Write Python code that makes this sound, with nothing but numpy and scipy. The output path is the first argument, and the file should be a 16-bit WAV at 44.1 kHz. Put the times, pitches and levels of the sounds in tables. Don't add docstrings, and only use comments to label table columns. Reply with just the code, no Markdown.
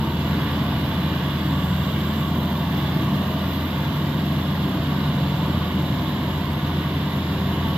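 import sys
import numpy as np
from scipy import signal
from scipy.fft import rfft, irfft
from scipy.io import wavfile
from scipy.ndimage import uniform_filter1d, map_coordinates

SR = 44100
rng = np.random.default_rng(int(sys.argv[2]) if len(sys.argv) > 2 else 0)


def transcribe(signal):
    frames = np.atleast_2d(signal).T
    limited = np.clip(frames, -1, 1)
    pcm = np.round(limited * 32767).astype(np.int16)
    wavfile.write(sys.argv[1], SR, pcm)


N = 342657
T = np.arange(N) / SR


def gain_of(db):
    return 10 ** (np.asarray(db) / 20)


def evened(x):
    return x / np.sqrt(np.mean(x ** 2) + 1e-20)


def read(points, hz):
    f, value = np.transpose(points)
    return np.interp(np.log(hz + 1), np.log(f + 1), value)


def curves(rows):
    s, *columns = np.transpose(rows)
    return [np.interp(T, s, column) for column in columns]


def wander(rate):
    steps = rng.standard_normal(int(T[-1] * rate) + 4)
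    coarse = map_coordinates(steps, [T[::64] * rate], order=3)
    return evened(coarse.repeat(64)[:N])


def tone(turns, db):
    return np.sqrt(2) * gain_of(db) * np.sin(2 * np.pi * (turns + rng.random()))


def noise(spectrum, outside_db, patchy_db, band, size=1024, strand_db=0.):
    hop = size // 4
    hz, frames = np.fft.rfftfreq(size, 1 / SR), N // hop + 5
    a, b, c, d, patches, strands = rng.standard_normal((frames, len(hz), 6)).T
    strands = uniform_filter1d(strands, size=2, axis=0)
    strands = evened(uniform_filter1d(strands, size=24, axis=1))
    patches = uniform_filter1d(patches, size=6, axis=0)
    patches = evened(uniform_filter1d(patches, size=10, axis=1))
    outside = (hz < spectrum[0][0]) | (hz > spectrum[-1][0])
    shape = gain_of(read(spectrum, hz) + outside_db * outside)
    texture = gain_of(patchy_db * patches + strand_db * strands)
    bins = np.array([a + 1j * b, c + 1j * d]) * shape[:, None] * texture
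    pair = signal.istft(bins, nperseg=size, noverlap=size - hop)[1][:, :N]
    in_band = (hz >= band[0]) & (hz < band[1])
    power_share = np.sum(shape[in_band] ** 2) / np.sum(shape ** 2)
    return evened(pair) / np.sqrt(power_share)


def crank_turns():
    # time in seconds, crank speed in turns per second.
    crank_speed = [(0.0, 26.95), (1.1, 26.97), (1.5, 26.62), (1.75, 26.33), (2.25, 27.28), (2.5, 27.26),
                   (2.85, 26.85), (3.25, 27.28), (3.75, 27.25), (4.25, 27.59), (4.85, 27.57), (5.25, 26.99),
                   (5.75, 27.33), (6.25, 27.53), (7.0, 27.68), (7.77, 27.67)]
    return np.cumsum(curves(crank_speed)[0]) / SR


def firing(depth, uneven):
    turns = crank_turns()
    cylinders = sum(np.cos(2 * np.pi * (k * turns + rng.random())) for k in (.5, 1, 1.5, 2))
    puff = np.cos(2 * np.pi * 3 * turns) + .4 * np.cos(2 * np.pi * 6 * turns)
    return evened(np.maximum(1 + depth * puff + uneven * cylinders, .05))


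def drone():
    # multiple of crank speed, level in dB rms, wavering in dB rms.
    exhaust_orders = [(1, -61, 1.5), (1.5, -68, 2), (2, -48, 2), (2.5, -52, 3), (3, -31.5, 1.1),
                      (5, -42, 2), (5.5, -47, 2), (6, -37, 2.5), (6.5, -43, 2), (7.5, -48, 2),
                      (8.5, -48, 2), (9, -43, 2), (10, -44, 2), (14, -46, 2), (16.5, -57, 2), (18, -55, 2),
                      (18.5, -56, 2), (19, -55, 2), (20, -56, 2), (21, -55, 2), (26, -56, 2),
                      (32.5, -55, 2), (33, -54, 2), (37, -56, 2), (38, -56, 2), (40.5, -56, 2)]
    # multiple of fan speed, level in dB rms, wavering in dB rms.
    fan_orders = [(4, -50, 2), (5, -42, 2), (6, -29.8, 1.3), (7, -50, 2), (12, -43, 2), (13, -44, 2),
                  (18, -56, 2)]
    # time in seconds, level of the 7th order in dB, of the 8th in dB.
    pipe_levels = [(0.0, -33.5, -34.5), (0.4, -32.5, -35.5), (1.2, -36.5, -35.5), (1.75, -29.5, -42),
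                   (2.2, -31, -28), (2.6, -29.5, -44), (3.1, -28.5, -33), (3.7, -31, -39.5),
                   (4.25, -32, -34.5), (4.95, -32.5, -46), (5.5, -30.5, -31), (6.0, -31.5, -47),
                   (6.8, -34.5, -37), (7.5, -28.5, -42)]
    fan_pulley = .8923
    turns = crank_turns()
    seventh_db, eighth_db = curves(pipe_levels)
    out = tone(7 * turns, seventh_db + 1.2 * wander(4.))
    out += tone(8 * turns, eighth_db + 1.5 * wander(4.))
    for shaft, orders in ((turns, exhaust_orders), (fan_pulley * turns, fan_orders)):
        for k, db, waver_db in orders:
            out += tone(k * shaft, db + waver_db * wander(2.544))
    return np.array([out, out])


def roar():
    # frequency in Hz, relative level in dB per Hz.
    roar_spectrum = [(20, -34), (38, -32), (48, -42), (68, -7.5), (125, 2), (230, -1), (320, -4),
                     (350, -9.5), (460, -16), (690, -9.5), (790, -17.5), (880, -12.5), (1150, -9.5),
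                     (1320, -25)]
    start_db, fade_db_per_s = -30.5, 0.08
    air = noise(roar_spectrum, -35, 0.91, (250, 1300), size=4096, strand_db=1.5)
    return air * gain_of(start_db - fade_db_per_s * T + 0.41 * wander(2.54))


def clatter():
    # frequency in Hz, relative level in dB per Hz.
    clatter_spectrum = [(1150, -35), (1300, -9), (1450, -6.5), (2000, -7), (2250, -10), (2600, -11.5),
                        (2900, -2.5), (3100, -6.5), (3400, -3.5), (3900, -7), (4300, -14.5), (5000, -16.5),
                        (5800, -26.5), (6600, -55)]
    start_db, fade_db_per_s = -33, 0.1836
    knocking = noise(clatter_spectrum, -40, 0.54, (1300, 6000), size=2048, strand_db=1.5)
    knocking *= gain_of(start_db - fade_db_per_s * T + 0.49 * wander(2.45))
    return knocking * firing(0.027, 0.035)


def turbo():
    # time in seconds, turbocharger shaft speed in turns per second.
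    shaft_speed = [(0.0, 1198), (0.4, 1225), (1.0, 1239), (1.4, 1243), (1.95, 1281), (2.2, 1257),
                   (2.6, 1231), (3.05, 1244), (3.4, 1228), (4.1, 1212), (4.7, 1191), (5.0, 1194),
                   (5.4, 1211), (5.9, 1209), (6.6, 1184), (7.0, 1175), (7.77, 1167)]
    speed = curves(shaft_speed)[0]
    mean_speed_db, db_per_percent = -46, 0.22
    hiss_db = mean_speed_db + db_per_percent * 100 * (speed / speed.mean() - 1)
    return intake_hiss(hiss_db) + whistles(speed, hiss_db)


def intake_hiss(hiss_db):
    # frequency in Hz, relative level in dB per Hz.
    hiss_spectrum = [(5800, -12), (7400, -10.5), (7900, -21.5), (8200, -14), (8750, -26), (8980, -46),
                     (9300, -17.5), (10400, -11), (11400, -17.5), (12200, -7.5), (13000, -1.5), (14200, -5),
                     (15200, -8), (15450, -16)]
    hiss = noise(hiss_spectrum, -40, 1.1, (11500, 15500), strand_db=1.5) * gain_of(hiss_db)
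    return hiss * firing(.11, .06)


def whistles(speed, hiss_db):
    # time in seconds, level of the 11th shaft order in dB on the direct path.
    eleventh_level = [(0.0, -50), (1.3, -54), (2.2, -47), (3.15, -52), (3.55, -45), (4.2, -50), (5.0, -59),
                      (6.7, -64), (7.3, -54), (7.77, -50)]
    beam = np.array([[1], [.6]])
    eleventh_db = curves(eleventh_level)[0]
    spin = np.cumsum(speed + 1.9 * wander(60.)) / SR
    wakes = signal.lfilter([.03], [1, -.97], rng.standard_normal((2, N)))
    paths = np.zeros((2, N))
    for path, wake in zip(paths, wakes):
        path += spells(spin)
        path += tone(11 * spin, eleventh_db + 2.5 * wander(20.))
        path += tone(11. * spin, hiss_db - 7.5) * evened(wake)
    return paths * beam


def spells(spin):
    # start in seconds, length in seconds, multiple of shaft speed, direct-path level in dB rms.
    spell_rows = [(0.0, 0.55, 6, -61), (1.45, 0.9, 6, -55), (3.95, 2.6, 6, -61), (7.1, 0.67, 6.03, -65),
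                  (7.1, 0.67, 5.92, -61), (6.7, 1.07, 12.02, -59)]
    edge_s = 0.17
    out = np.zeros(N)
    for start, length, k, db in spell_rows:
        to_nearest_edge = np.minimum(T - start, start + length - T)
        gate = np.clip(to_nearest_edge / edge_s + .5, 0, 1)
        out += gate * tone(k * spin, db + 2.2 * wander(25.))
    return out


def ports(facing, unlike):
    # frequency in Hz, level difference in dB.
    shade = [(250, -.2), (400, .3), (690, -2.5), (880, 1.5), (1150, -2.5), (1400, 2.5), (2000, 0),
             (3900, -7), (5200, -8), (5900, -2), (7500, -6), (8900, 2.5), (10200, -16), (15000, -21),
             (15300, -30)]
    # frequency in Hz, likeness of the two ports from 0 to 1.
    likeness = [(200, .9995), (330, .97), (450, .9), (620, .95), (780, .82), (1180, .95), (1320, .4),
                (1450, .65), (1720, .1), (2050, .6), (2600, .25), (2900, .62), (4100, .68), (5000, .2),
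                (14000, .3)]
    # frequency in Hz, phase lag in radians.
    lag = [(600, 0), (1200, .05), (1700, -.5), (1900, 1.6), (4500, .8), (5200, 3.3), (6200, 4.5),
           (7000, 2.4), (7800, -.2), (8800, 2.9), (10200, .9), (11000, -1.2), (15000, -2.1)]
    hz = np.fft.rfftfreq(N, 1 / SR)
    same = np.clip(read(likeness, hz), 0, 1)
    left = same * np.exp(-1j * read(lag, hz)) * rfft(facing)
    left += np.sqrt(1 - same ** 2) * rfft(unlike)
    shaded = irfft(left * gain_of(read(shade, hz)), N)
    return np.array([shaded, facing])


def scene():
    direct, other_paths = drone() + roar() + clatter() + turbo()
    return ports(direct, other_paths)


def record(dry):
    edge_hz = 15480
    lowpass = signal.firwin(511, edge_hz, window=("kaiser", 9), fs=SR)
    return signal.oaconvolve(dry, lowpass[None], "same")


dry = scene()
out = record(dry)
transcribe(out)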